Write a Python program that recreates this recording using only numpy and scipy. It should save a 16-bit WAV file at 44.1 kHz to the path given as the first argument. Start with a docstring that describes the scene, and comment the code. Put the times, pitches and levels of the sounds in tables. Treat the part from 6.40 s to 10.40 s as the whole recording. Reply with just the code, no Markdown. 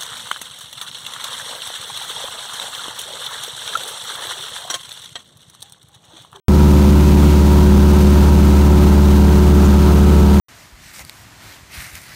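"""A four-cylinder engine and its propeller drone at steady speed, heard inside a small floatplane
running over choppy water. Propeller wash and waves boom in the cabin, water rushes along the floats
in swells, and air and spray hiss past the window, with one brief spit of spray.
A fast limiter rides the peaks of the drone, so the hiss flutters with the engine."""
import sys
import numpy as np
from scipy.fft import rfft, irfft, next_fast_len
from scipy.io import wavfile
from scipy.ndimage import uniform_filter1d, minimum_filter1d, map_coordinates

SR = 44100
rng = np.random.default_rng(int(sys.argv[2]) if len(sys.argv) > 2 else 0)


def to_wav(sig):
    """Store sig (one row per channel, or 1-D mono) as 16-bit WAV at the path in sys.argv[1].

    Samples outside -1..1 are clipped; the rate is SR.
    """
    pcm = np.clip(np.atleast_2d(sig), -1, 1) * 32767
    pcm = np.round(pcm).astype(np.int16)
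    wavfile.write(sys.argv[1], SR, pcm.T)  # frames by channels


N = 176400
TIME_S = np.arange(N) / SR


# Each row: order (multiple of the cycle rate), relative level in dB at mid-run.
ORDER_LEVELS_DB = [(3, -35.5), (4, -10.5), (6, -33.5), (7, -29.5), (8, -22), (9, -22), (10, -25), (11, -16),
                   (12, -32), (15, -41), (16, -25.5), (17, -34.5), (18, -36), (19, -38.5), (20, -23.0),
                   (21, -39), (24, -37.5), (25, -52.5), (26, -55), (28, -37), (30, -47.5), (32, -36.5),
                   (36, -41.5), (38, -51), (39, -47.5), (40, -44.0), (42, -45), (44, -45), (47, -45),
                   (48, -41), (52, -36.5), (56, -41.5), (72, -46.5), (84, -51.5)]
# Each row: order, level drift in dB per second.
ORDER_DRIFT_DB_PER_S = [(8, -2), (9, 0.4), (10, 1.5), (12, -1.5), (16, -1), (21, 1.3), (24, 2.5),
                        (28, -1.4), (40, 2.5), (52, -1.3), (56, -1)]
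FIRING_ORDER, WHINE_ORDER = 4, 336
DRONE_DB, WHINE_DB = -7, -52

def engine():
    """Firings and blades give every fourth order, unequal cylinders the rest; a geared whine on top."""
    angle_rad = cycle_angle_rad()
    from_middle_s = TIME_S - N / SR / 2
    drift_db_per_s = dict(ORDER_DRIFT_DB_PER_S)
    drone = np.zeros(N)
    for order, middle_db in ORDER_LEVELS_DB:
        level_db = middle_db + drift_db_per_s.get(order, 0) * from_middle_s
        waver = 0.035 if order == FIRING_ORDER else 0.16
        drone += amp(level_db) * partial(order * angle_rad, waver, knots_per_s=9)
    whine = partial(WHINE_ORDER * angle_rad, waver=0.8, knots_per_s=60)
    return amp(DRONE_DB) * unit(drone) + amp(WHINE_DB) * whine


# Each row: time in seconds, four-stroke cycle rate in Hz.
CYCLE_RATE_HZ = [(.1, 18.4), (1.0, 18.345), (2.15, 18.29), (2.7, 18.315), (4, 18.305)]

def cycle_angle_rad():
    """Engine phase, one turn per four-stroke cycle."""
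    return 2 * np.pi * np.cumsum(curve(CYCLE_RATE_HZ)) / SR


# Each row: frequency in Hz, relative noise density in dB.
BOOM_SPECTRUM_DB = [(12, -16), (30, -15), (70, -6), (100, -10.5), (150, 1), (180, -5), (215, 5.5),
                    (255, -12), (390, -8), (460, -15), (600, -22.5), (1000, -61)]

def cabin_boom(wash_lift_db, level_db=-21.5, lift_share=0.5):
    """Propeller wash and the waves boom in the cabin's low resonances."""
    return amp(level_db + lift_share * wash_lift_db) * noise(BOOM_SPECTRUM_DB)


# Each row: peak time in seconds, wash lift in dB, spray lift in dB.
WAVE_LIFTS_DB = [(.15, 1, -0.4), (.53, 1.5, 0.2), (.68, 0.5, 0.5), (.87, 1.5, 1.5), (1.15, 2, 1),
                 (1.56, 1.5, 0.5), (1.8, 3, 0.5), (2.19, 1.5, 1), (2.45, 1.5, 1.7), (2.7, 0.5, 1.9),
                 (2.97, 2, 1.7), (3.25, 3.5, 1.5), (3.5, 3, 1.5), (3.74, 1.5, .7), (3.96, 1.5, 1)]

def wave_lifts_db(sigma_s=0.055):
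    """The floats meet about four waves a second; each lifts wash and spray in a smooth hump."""
    peak_s, wash_db, spray_db = np.transpose(WAVE_LIFTS_DB)
    humps = hump(peak_s[:, None], sigma_s)
    return wash_db @ humps, spray_db @ humps


# Each row: frequency in Hz, relative noise density in dB.
WASH_SPECTRUM_DB = [(250, -21), (500, -7), (700, -7), (800, -4), (900, 2.5), (1000, -3.5), (1170, -4),
                    (1310, -0.5), (1450, -6.5), (1620, -7), (1780, -22), (3000, -45)]

def float_wash(wash_lift_db, level_db=-30):
    """Water rushes along the floats, swelling as they cross the chop."""
    return amp(level_db + wash_lift_db) * noise(WASH_SPECTRUM_DB)


# Each row: frequency in Hz, relative noise density in dB.
HISS_SPECTRUM_DB = [(1000, -20), (1800, 0.5), (2300, -0.5), (2800, -0.5), (3300, -1.5), (4100, -1.5),
                    (4900, -4.5), (5600, -5), (6200, -4.5), (7000, -6), (7600, -8.5), (8500, -7.5),
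                    (9700, -9), (10450, -14), (11100, -10), (13100, -9.5), (14500, -10.5), (15500, -11.0)]
# Each row: time in seconds, level between waves in dB.
HISS_BASE_DB = [(0, -31), (1.4, -31), (1.9, -31), (2.3, -32.5), (4, -32)]

def window_hiss(spray_lift_db):
    """Slipstream and spray hiss: a quick flicker, a slight pulse per engine cycle, flares on waves."""
    flicker_db = 0.69 * wobble(knots_per_s=70)
    pulse_db = -0.11 * np.sin(cycle_angle_rad())
    level_db = curve(HISS_BASE_DB) + spray_lift_db + flicker_db + pulse_db
    return amp(level_db) * noise(HISS_SPECTRUM_DB)


# Each row: frequency in Hz, relative noise density in dB.
SPIT_SPECTRUM_DB = [(4000, -25), (5800, -7), (7200, 1), (8200, -25)]

def spray_spit(peak_s=3.255, sigma_s=0.013, level_db=-36):
    """One short, bright puff of spray."""
    return amp(level_db) * hump(peak_s, sigma_s) * noise(SPIT_SPECTRUM_DB)


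def amp(db):
    """Decibels to gain."""
    return 10 ** (np.asarray(db) / 20)


def unit(x):
    """Scale to rms 1."""
    return x / np.sqrt(np.mean(x ** 2) + 1e-20)


def curve(rows):
    """(seconds, value) points to one value per sample."""
    return np.interp(TIME_S, *np.transpose(rows))


def hump(peak_s, sigma_s):
    """Gaussian envelope of height 1."""
    return np.exp(-0.5 * ((TIME_S - peak_s) / sigma_s) ** 2)


def wobble(knots_per_s):
    """Smooth curve through random knots."""
    coarse_s = np.linspace(0, N / SR, N // 64)
    knots = rng.standard_normal(2048)
    spline = map_coordinates(knots, [coarse_s * knots_per_s], mode="wrap")
    return np.interp(TIME_S, coarse_s, spline)


def filtered(x, gain_at_hz):
    """Zero-phase FFT filter."""
    size = next_fast_len(N + SR // 2)
    hz = np.fft.rfftfreq(size, 1 / SR)
    return irfft(rfft(x, size) * gain_at_hz(hz), size)[:N]


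def noise(spectrum_db):
    """Noise of rms 1, coloured by (Hz, dB) points."""
    points_hz, db = np.transpose(spectrum_db)
    white = rng.standard_normal(N)
    return unit(filtered(white, lambda hz: amp(np.interp(np.log(hz + 1), np.log(points_hz + 1), db))))


def partial(angle_rad, waver, knots_per_s):
    """Tone of rms about 1 that wavers in level and phase."""
    angle_rad = angle_rad + rng.uniform(0, 2 * np.pi)
    in_phase = (1 + waver * wobble(knots_per_s)) * np.sin(angle_rad)
    quadrature = waver * wobble(knots_per_s) * np.cos(angle_rad)
    return (in_phase + quadrature) * np.sqrt(2 / (1 + 2 * waver ** 2))


def scene():
    """Mono mix at the side window."""
    wash_db, spray_db = wave_lifts_db()
    mix = engine() + cabin_boom(wash_db) + float_wash(wash_db) + window_hiss(spray_db) + spray_spit()
    return mix[None]


def record(dry):
    """A fast limiter ducks each crest; deep bass and top treble are cut; the first moment is muted."""
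    ceiling_db, hold_s, smooth_s = -2.5, 0.003, 0.001
    low_cut_hz, top_hz, start_s = 36, 15750, 0.0835
    mono = dry[0]
    needed_gain = np.minimum(1, amp(ceiling_db) / (np.abs(mono) + 1e-9))
    held_gain = minimum_filter1d(needed_gain, int(hold_s * SR))
    limited = mono * uniform_filter1d(held_gain, int(smooth_s * SR))
    high_passed = filtered(limited, lambda hz: hz ** 2 / np.hypot(hz ** 2, low_cut_hz ** 2))
    gated = high_passed * (TIME_S >= start_s)
    return filtered(gated, lambda hz: hz < top_hz)[None]


dry = scene()
out = record(dry)
to_wav(out)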